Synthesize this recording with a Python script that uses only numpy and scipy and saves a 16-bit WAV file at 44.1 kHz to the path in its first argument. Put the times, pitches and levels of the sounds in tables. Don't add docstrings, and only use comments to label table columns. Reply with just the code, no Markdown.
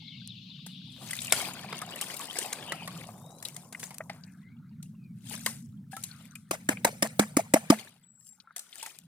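import sys
import numpy as np
from scipy import signal
from scipy.fft import rfft, irfft, next_fast_len
from scipy.io import wavfile
from scipy.ndimage import uniform_filter1d, map_coordinates

SR = 44100
rng = np.random.default_rng(int(sys.argv[2]) if len(sys.argv) > 2 else 0)


def inscribe(sig):
    pcm = np.round(np.clip(np.atleast_2d(sig).T, -1, 1) * 32767)
    wavfile.write(sys.argv[1], SR, pcm.astype(np.int16))


N = 399972

# (crest [s], rise [s], hold [s],
# level [dB], brightness [dB])
RIFFLE_WAVES = [(1.103, 0.14, 0.15, -47.5, -1), (1.384, 0.2, 0.044, -35, -6.5), (2.025, 0.11, 0.2, -46, -1),
                (2.352, 0.073, 0.086, -40.5, -3.5), (2.722, 0.2, 0.31, -52.5, -8),
                (3.466, 0.054, 0.036, -54, 1), (3.815, 0.066, 0.017, -59, 8.5),
                (5.302, 0.067, 0.0095, -43, 0.5), (5.446, 0.017, 0.015, -56, 10),
                (5.915, 0.0056, 0.0125, -55.5, 3.5), (6.063, 0.148, .2, -61.5, -2.5),
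                (6.56, 0.12, 1.213, -70, 2.5), (7.759, 0.16, 0.032, -48.5, -5.5),
                (8.256, 0.1, 0.016, -91.5, 31), (8.796, 0.15, 0.08, -51, -0.5)]
RISE_DB, DRAIN_DB_PER_S = 19, 122
WAVE_GURGLE_DB, WAVE_FIZZ_DB = -14.5, -2
# (time [s], flow [dB])
LIP_FLOW = [(0.92, -89.5), (1.02, -52), (1.27, -80), (1.4, -49.5), (2.6, -50), (3.15, -55.5), (4.14, -63.5),
            (4.42, -84)]
FULL_FLOW_DB = -50
POUR_BABBLE_DB, POUR_FIZZ_DB = -48.5, -60.5
BABBLE_GROWS, FIZZ_GROWS = 4.5, 0.55
DROPLETS_DB = -3
# (start [s], length [s], first pitch [Hz], last pitch [Hz], level [dB])
DRAINING_SLIDES = [(2.34, 0.33, 894.5, 576.6, -49), (2.6, 0.27, 3400, 2350, -48)]
SLIDE_WIDTH_HZ = 210
# (time [s], level [dB])
SAND_LEVEL = [(4.2, -62), (5.8, -97), (6.1, -53), (6.45, -69), (7.82, -66.5), (8.2, -87), (8.6, -56.5)]
# (centre [Hz], width [Hz], level [dB])
DISH_RESONANCES = [(1450, 190, 2), (2100, 260, -5), (3900, 600, -10)]
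# (time [s], spray level [dB], body level [dB])
SPLASH_HITS = [(0.663, -29.5, -40), (1.1073, -19, -40), (1.1314, -22, -45.5), (1.217, -22, -56.5),
               (1.2455, -23, -51), (1.3221, -3, -12.5), (1.726, -42, -24.5), (1.8157, -26, -31),
               (2.0119, -15, -35.5), (2.3859, -13, -32.5), (2.5277, -16.5, -29), (2.7198, -23, -21.5),
               (2.875, -27.5, -28.5), (3.4252, -27, -40), (3.4498, -22.5, -46), (3.5637, -25, -40.5),
               (3.7247, -29, -38.5), (3.7956, -28, -43.5), (3.8288, -28.5, -30.5), (3.836, -23, -59),
               (3.906, -37.5, -37), (3.942, -32, -48), (4.0962, -39.5, -26.5), (4.8266, -33, -60),
               (5.34, -33.5, -32.5), (5.4611, -10.5, -20.5), (5.9653, -27, -35.5), (6.036, -18, -49),
               (6.353, -31, -95), (8.562, -21, -35.5), (8.5921, -24, -50), (8.8265, -23.5, -38.5),
               (8.861, -26.5, -36.5)]
# (time [s], level [dB])
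DROP_TICKS = [(0.275, -28), (1.1535, -25.5), (1.27, -23.5), (2.194, -25), (3.4857, -25), (3.9833, -23),
              (7.073, -27.5), (8.582, -29.5), (8.7567, -30), (8.988, -31)]
TICK_S = 0.0012
# (time [s], level [dB], starting pitch [Hz], 60 dB decay [s])
RINGING_BUBBLES = [(1.131, -25.5, 1990, 0.039), (1.189, -24, 3660, 0.019), (1.82, -25, 1220, 0.042),
                   (2.198, -29.5, 1107, 0.048), (2.386, -23.5, 414, 0.018), (3.453, -24.5, 3860, 0.026),
                   (3.748, -26.5, 2050, 0.021), (4.004, -28, 626, 0.04), (4.005, -24, 1180, 0.016),
                   (4.007, -27, 1830, 0.025), (4.237, -37, 4700, 0.017), (5.311, -40, 847, 0.057),
                   (5.464, -21, 2070, 0.026), (5.93, -35.5, 768, 0.14), (5.933, -37.5, 1650, 0.079),
                   (5.969, -34, 1310, 0.079), (6.113, -38, 4290, 0.03), (6.355, -34.5, 2414, 0.039),
                   (6.771, -29, 2370, 0.017), (8.401, -37, 4300, 0.0075), (8.473, -45, 1340, 0.079),
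                   (8.507, -38.5, 1400, 0.017), (8.728, -30.5, 3400, 0.006), (8.828, -38.5, 890, 0.11),
                   (8.872, -35, 850, 0.026)]
# (time [s], smack level [dB], thump level [dB], slop level [dB], slop pitch [Hz])
RIM_RAPS = [(6.5105, -12, -21.5, -32.5, 657), (6.689, -7, -16, -35.5, 639), (6.847, -4.5, -10, -27.5, 706),
            (7.024, -6.5, -8.5, -30.5, 650), (7.194, -3, -6, -39.5, 748), (7.368, -8, -7, -21, 670),
            (7.538, -3.5, -5.5, -18, 647), (7.701, -5.5, -4, -18, 680)]
# (pitch [Hz], level [dB], 60 dB decay [s])
PAN_MODES = [(213.7, -14, 0.16), (279, 7, 0.025), (299.6, -9, 0.022), (526, 4.5, 0.018), (897, -10, 0.034),
             (1181, -2, 0.019), (1510, -7, 0.011)]
RAP_SPRAY_DB = -36
# (time [s], level [dB])
CURRENT_LEVEL = [(0.0, -52), (1.36, -48), (2.37, -61), (3.0, -46), (3.28, -56), (5.53, -46), (6.46, -54.5),
                 (6.72, -46), (7.63, -52.5), (7.96, -66.5), (8.92, -78.5), (9.05, -60)]
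BLIPS_DB = -79
# (start [s], length [s], first pitch [Hz], last pitch [Hz], level [dB])
BIRD_WHISTLES = [(0, 0.21, 2154, 2220, -57.5), (3.13, 0.36, 3540, 4160, -67.5),
                 (4.404, 0.16, 1896, 2300, -67.5), (4.97, 0.16, 2650, 2220, -72),
                 (8.027, 0.34, 7860, 7500, -58)]
FIRST_NOTE_S, NOTE_S = 0.07, 0.212
TRILL_DB, TRILL_END_S = -52, 0.97

# (frequency [Hz], relative level [dB])
GURGLE_SPECTRUM = [(100, -23), (250, 2), (450, -5.5), (700, 0), (1200, -5.5), (1800, -26.5), (3500, -35)]
# (frequency [Hz], relative level [dB])
BABBLE_SPECTRUM = [(600, -27), (1400, -7.5), (2200, -0.5), (3200, 0.5), (4800, 3.5), (7000, -28),
                   (12000, -31)]
# (frequency [Hz], relative level [dB])
FIZZ_SPECTRUM = [(2500, -52.5), (5000, -3), (7000, -0.5), (9500, 4.5), (12000, -9), (14500, 1.5),
                 (16500, -28)]
# (frequency [Hz], relative level [dB])
BODY_SPECTRUM = [(100, -29), (300, -9.5), (600, -3), (1200, -6.5), (2100, 1.5), (3000, -9), (5000, -9),
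                 (12000, -62.5)]
# (frequency [Hz], relative level [dB])
SPRAY_SPECTRUM = [(1000, -39), (2800, -6), (5000, -4), (9000, 3.5), (12000, -5), (15000, -13.5),
                  (17000, -40)]
# (frequency [Hz], relative level [dB])
SMACK_SPECTRUM = [(150, -30), (500, 0.5), (1200, -10), (2200, -3.5), (3500, -15.5), (6000, -11),
                  (9000, -8.5), (12000, -14.5), (16000, -22.5)]
# (frequency [Hz], relative level [dB])
RUSH_SPECTRUM = [(20, -31), (60, -26.5), (115, -4), (180, 1), (240, -5.5), (320, -27.5), (600, -55)]
# (frequency [Hz], relative level [dB])
FAR_RIPPLE_SPECTRUM = [(500, -2), (1500, -4.5), (5000, -26), (15000, -24.5)]
# (frequency [Hz], relative level [dB])
TRILL_SPECTRUM = [(1600, -55), (2500, -22), (3500, -10), (4400, -16.5), (5400, -29.5), (9000, -56)]
# (frequency [Hz], difference [dB])
LEFT_OVER_RIGHT = [(300, -1.4), (700, 0.8), (1400, 4), (3000, 7.5), (9000, 9)]
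TOP_HZ = 16400


def wash():
    gurgle_gain, babble_gain, fizz_gain = np.hypot(pour(), waves())
    ripple = wobble(45)

    gurgle = coloured(froth(rate=550, hz=786, spread=1.2, cycles=34, size_db=7, size=1200), GURGLE_SPECTRUM)
    gurgle = gurgle + spatter(N, GURGLE_SPECTRUM, spiky=0.6, apart=0.4)
    babble = coloured(froth(rate=900, hz=1900, spread=1, cycles=28, size_db=5.5, size=600), BABBLE_SPECTRUM)
    babble = babble + 0.75 * spatter(N, BABBLE_SPECTRUM, spiky=0.6, apart=0.9)
    fizz = coloured(froth(rate=1300, hz=8000, spread=.8, cycles=15, size_db=6, size=100), FIZZ_SPECTRUM)
    fizz = fizz + spatter(N, FIZZ_SPECTRUM, spiky=0.5, apart=1)
    strikes = (rng.random(N) < 70 / SR) * amp(5 * rng.standard_normal(N))
    droplets = patchy(bursts(strikes), depth_db=7)

    water = unit(gurgle) * gurgle_gain * amp(2 * ripple)
    water += patchy(babble, depth_db=3.5) * babble_gain * amp(2 * ripple - 2)
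    water += patchy(fizz, depth_db=4) * fizz_gain * amp(2 * ripple + 1)
    water += droplets * np.hypot(babble_gain / 2, fizz_gain) * amp(DROPLETS_DB)
    return ports(water + glides(DRAINING_SLIDES, SLIDE_WIDTH_HZ), lag_ms=0.08, left=0.98)


def waves():
    t = np.arange(0, N, 64) / SR
    power = 0
    for crest, rise, hold, db, bright_db in RIFFLE_WAVES:
        climb = RISE_DB * np.maximum(crest - t, 0) / rise
        drain = DRAIN_DB_PER_S * np.maximum(t - crest - hold, 0)
        balance = np.array([[WAVE_GURGLE_DB - bright_db], [0], [WAVE_FIZZ_DB + bright_db]])
        power = power + amp(db - climb - drain + balance) ** 2
    return np.array([np.interp(np.arange(N) / SR, t, np.sqrt(p)) for p in power])


def pour():
    flow_db, = curves(LIP_FLOW)
    over_db = flow_db - FULL_FLOW_DB
    babble_db = POUR_BABBLE_DB + BABBLE_GROWS * over_db
    fizz_db = POUR_FIZZ_DB + FIZZ_GROWS * over_db
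    return amp([flow_db, babble_db, fizz_db]) * within(LIP_FLOW, fade=0.057)


def swirl():
    murmur = 0
    for hz, width_hz, db in DISH_RESONANCES:
        level = amp(db + 4 * wobble(18))
        murmur = murmur + level * rustle(hz * (1 + 0.06 * wobble(14)), width_hz)
    gain = amp(curves(SAND_LEVEL)[0] - 5) * within(SAND_LEVEL, fade=0.16)
    return ports(patchy(murmur, depth_db=4) * gain, lag_ms=0)


def splashes():
    out, t = np.zeros((2, N)), np.arange(SR // 6) / SR
    for s, spray_db, body_db in SPLASH_HITS:
        landing = slaps(t, lead=0.0019, spread=0.0037, t60=0.016, count=3)
        trail = amp(0.05 * max(spray_db, body_db) - 15.5) * burst(t, 0.002, 0, t60=0.32)
        envelope = landing + trail
        spray = patchy(spatter(len(t), SPRAY_SPECTRUM, spiky=0.11, apart=1), depth_db=3.5) * envelope
        body = spatter(len(t), BODY_SPECTRUM, spiky=0.18, apart=0.42) * envelope
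        plop = amp(body_db - 9) * pockets(t, hz=1150, octaves=1, span=0.012, t60=0.04, count=4)
        splash = amp(spray_db - 26.5) * unit(spray) + amp(body_db - 23.0) * unit(body) + plop
        add(out, s - .0005, ports(splash, lag_ms=0.095 * rng.standard_normal(), left=0.55))
    return out


def ticks():
    strikes = np.zeros(N)
    for s, db in DROP_TICKS:
        strikes[round(s * SR)] = amp(db - 4.5)
    return ports(bursts(strikes), lag_ms=0, left=.5)


def bubbles():
    out, t = np.zeros(N), np.arange(SR // 8) / SR
    for s, db, hz, t60 in RINGING_BUBBLES:
        tick = rustle(np.full(len(t), hz), width_hz=0.3 * hz) * burst(t, 0.0008, 0, t60=0.035)
        add(out, s, amp(db - 1.5) * (bubble(t, hz, t60, glide=0.1) + 0.35 * tick))
    return ports(out, lag_ms=0.058)


def raps():
    out, t = np.zeros((2, N)), np.arange(SR // 5) / SR
    for s, smack_db, thump_db, slop_db, slop_hz in RIM_RAPS:
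        fingers = slaps(t, lead=0.0021, spread=0.0051, t60=0.02, count=4)
        fingers = fingers + amp(-26.5) * burst(t, 0.0067, 0, t60=0.49)
        smack = patchy(spatter(len(t), SMACK_SPECTRUM, spiky=0.046, apart=1.0), depth_db=5.5) * fingers

        fall = np.exp(-.5 * ((t - .0285) / 0.004) ** 2)
        second_phase = slop_hz * 1.25 * t + rng.random()
        cavity = np.sin(2 * np.pi * slop_hz * t) + 0.37 * np.sin(2 * np.pi * second_phase)
        spray = patchy(spatter(len(t), SMACK_SPECTRUM, spiky=0.38, apart=0.75), depth_db=4.0)
        spray = spray * np.exp(-.5 * ((t - .028) / 0.013) ** 2)
        wet = amp(smack_db - 26.0) * unit(smack) + amp(slop_db + 1.5) * fall * cavity
        add(out, s - .0012, ports(wet + amp(RAP_SPRAY_DB) * spray, lag_ms=-0.22, left=0.3))

        rattle = pockets(t, hz=1000, octaves=1.2, span=0.034, t60=0.01, count=36)
        add(out, s + 0.011, ports(amp(smack_db - 25) * rattle, lag_ms=0))
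        add(out, s + .0014, ports(amp(thump_db - 3.5) * pan_thump(t), lag_ms=-0.12, left=0.73))
    return out


def pan_thump(t):
    load = 1 + 0.019 * rng.standard_normal()
    thump = 0
    for hz, db, t60 in PAN_MODES:
        decay = amp(db + rng.normal(0, 4.25) - 60 * t / t60)
        thump = thump + decay * np.sin(2 * np.pi * hz * load * t)
    return filtered(thump * (1 - np.exp(-t / 0.0024)), lambda hz: (1j * hz / (1j * hz + 70)) ** 2)


def river():
    rush = patchy(spatter(N, RUSH_SPECTRUM, spiky=0, apart=0.13), depth_db=2.5, size=4096)
    rush = rush * amp(curves(CURRENT_LEVEL)[0] + 1.5)
    ripples = patchy(spatter(N, FAR_RIPPLE_SPECTRUM, spiky=0, apart=1), depth_db=6)
    blips = unit(froth(rate=26, hz=1900, spread=1.3, cycles=60, size_db=3, size=2000))
    return rush + amp(-81.5) * ripples + amp(BLIPS_DB) * blips


def birds():
    t = np.arange(N) / SR
    note = ((t - FIRST_NOTE_S) / NOTE_S) % 1
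    pitch_hz = 2600 + 1800 * np.exp(-note / 0.22)
    chirrs = unit(rustle(pitch_hz, width_hz=200) * burst(note, 0.04, 0, t60=1.8))
    echoes = patchy(spatter(N, TRILL_SPECTRUM, spiky=0, apart=1.0), depth_db=3)
    trill = amp(-3 - 9 * t) * chirrs + 0.9 * echoes
    song = trill * amp(TRILL_DB) * np.clip(1 - (t - TRILL_END_S) / 0.4, 0, 1)
    return ports(song + glides(BIRD_WHISTLES, width_hz=65), lag_ms=0)


def froth(rate, hz, spread, cycles, size_db, size):
    count = int(rate * N / SR)
    when, pitch, life, strength, place = rng.random((count, 5)).T[..., None]
    f = hz * 2 ** (spread * (2 * pitch - 1))
    t = np.arange(size) / SR
    t60 = np.minimum(cycles * 2 ** (2 * life - 1) / f, size / SR)
    rarity = -np.log(strength + .02)
    rings = bubble(t, f, t60, glide=0.18) * amp(size_db * rarity)
    shifts = np.round((place - .5) * 5).astype(int)
    at = (when * N).astype(int) + np.arange(size) + 8
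    return np.array([np.bincount((at + side * shifts).ravel(), rings.ravel(), N)[:N] for side in (1, -1)])


def bubble(t, hz, t60, glide):
    ring = np.sin(2 * np.pi * hz * t * (1 + glide * t / t60 / 2))
    return ring * amp(-60 * t / t60) * (1 - np.exp(-t * hz))


def pockets(t, hz, octaves, span, t60, count):
    when, pitch, strength = rng.random((count, 3)).T[..., None]
    pitch_hz = hz * 2 ** (octaves * (2 * pitch - 1))
    rings = bubble(np.maximum(t - span * when, 0), pitch_hz, t60, glide=0.07)
    cluster = np.sum(strength * rings, axis=0)
    return cluster / np.abs(cluster).max()


def spatter(n, spectrum, spiky, apart):
    x = rng.standard_normal(n) + apart * rng.standard_normal((2, n))
    return coloured(x * np.exp(spiky * rng.standard_normal(n)), spectrum)


def bursts(strikes):
    envelope = signal.lfilter([1], [1, -np.exp(-1 / (TICK_S * SR))], strikes)
    return envelope * spatter(N, SPRAY_SPECTRUM, spiky=0, apart=0.98)


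def slaps(t, lead, spread, t60, count):
    starts = lead + spread * np.append(0, rng.uniform(0.06, 1, count - 1))
    since = t - starts[:, None]
    pieces = (since > 0) * amp(-60 * np.abs(since) / t60) / np.sqrt(np.arange(count) + 1)[:, None]
    touch = 0.75 * np.minimum(t / lead, 1) * np.exp(-t / spread)
    return np.sqrt(np.sum(pieces ** 2, axis=0) + touch ** 2)


def burst(t, rise, hold, t60):
    return (1 - np.exp(-t / rise)) ** 2 * amp(-60 * np.maximum(t - hold, 0) / t60)


def rustle(hz, width_hz):
    a, b = filtered(rng.standard_normal((2, len(hz))), lambda f: np.exp(-.5 * (f / width_hz) ** 2))
    phase = 2 * np.pi * np.cumsum(hz) / SR
    return unit(a * np.cos(phase) + b * np.sin(phase))


def glides(rows, width_hz):
    out = np.zeros(N)
    for s, length, first_hz, last_hz, db in rows:
        u = np.minimum(np.arange(SR // 2) / SR / length, 1)
        band = rustle(first_hz + (last_hz - first_hz) * u, width_hz)
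        add(out, s, amp(db) * band * np.abs(np.sin(np.pi * u)) ** .5)
    return out * amp(3 * wobble(35) - 1)


def patchy(x, depth_db, size=512):
    z = signal.stft(x, nperseg=size)[2]
    field = uniform_filter1d(rng.standard_normal(z.shape[-2:]), size=3, axis=0)
    field = uniform_filter1d(field, size=3, axis=1)
    return unit(signal.istft(z * amp(depth_db * unit(field)), nperseg=size)[1][..., :x.shape[-1]])


def ports(x, lag_ms, left=1):
    side = np.array([[.5], [-.5]])

    def response(hz):
        tilt = amp(side * left * along(LEFT_OVER_RIGHT, hz))
        return tilt * np.exp(2j * np.pi * hz * side * lag_ms / 1000)
    return filtered(x, response)


def coloured(x, spectrum):
    return unit(filtered(x, lambda hz: amp(along(spectrum, hz))))


def filtered(x, response):
    n = x.shape[-1]
    m = next_fast_len(n + 2048)
    return irfft(rfft(x, m) * response(np.fft.rfftfreq(m, 1 / SR)), m)[..., :n]


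def wobble(rate):
    return map_coordinates(rng.standard_normal(int(N * rate / SR) + 4), [np.arange(N) * rate / SR])


def curves(rows):
    s, *cols = np.transpose(rows)
    return [np.interp(np.arange(N) / SR, s, c) for c in cols]


def within(rows, fade):
    t = np.arange(N) / SR
    return np.clip(1 + np.minimum(t - rows[0][0], rows[-1][0] - t) / fade, 0, 1)


def along(points, hz):
    f, v = np.transpose(points)
    return np.interp(np.log(hz + 1), np.log(f + 1), v)


def add(out, s, x):
    i = max(round(s * SR), 0)
    out[..., i:i + x.shape[-1]] += x[..., :out.shape[-1] - i]


def amp(db):
    return 10 ** (np.asarray(db) / 20)


def unit(x):
    return x / np.sqrt(np.mean(x ** 2) + 1e-20)


def scene():
    return wash() + swirl() + splashes() + ticks() + bubbles() + raps() + river() + birds()


def record(dry):
    return filtered(dry, lambda hz: hz < TOP_HZ)


dry = scene()
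out = record(dry)
inscribe(out)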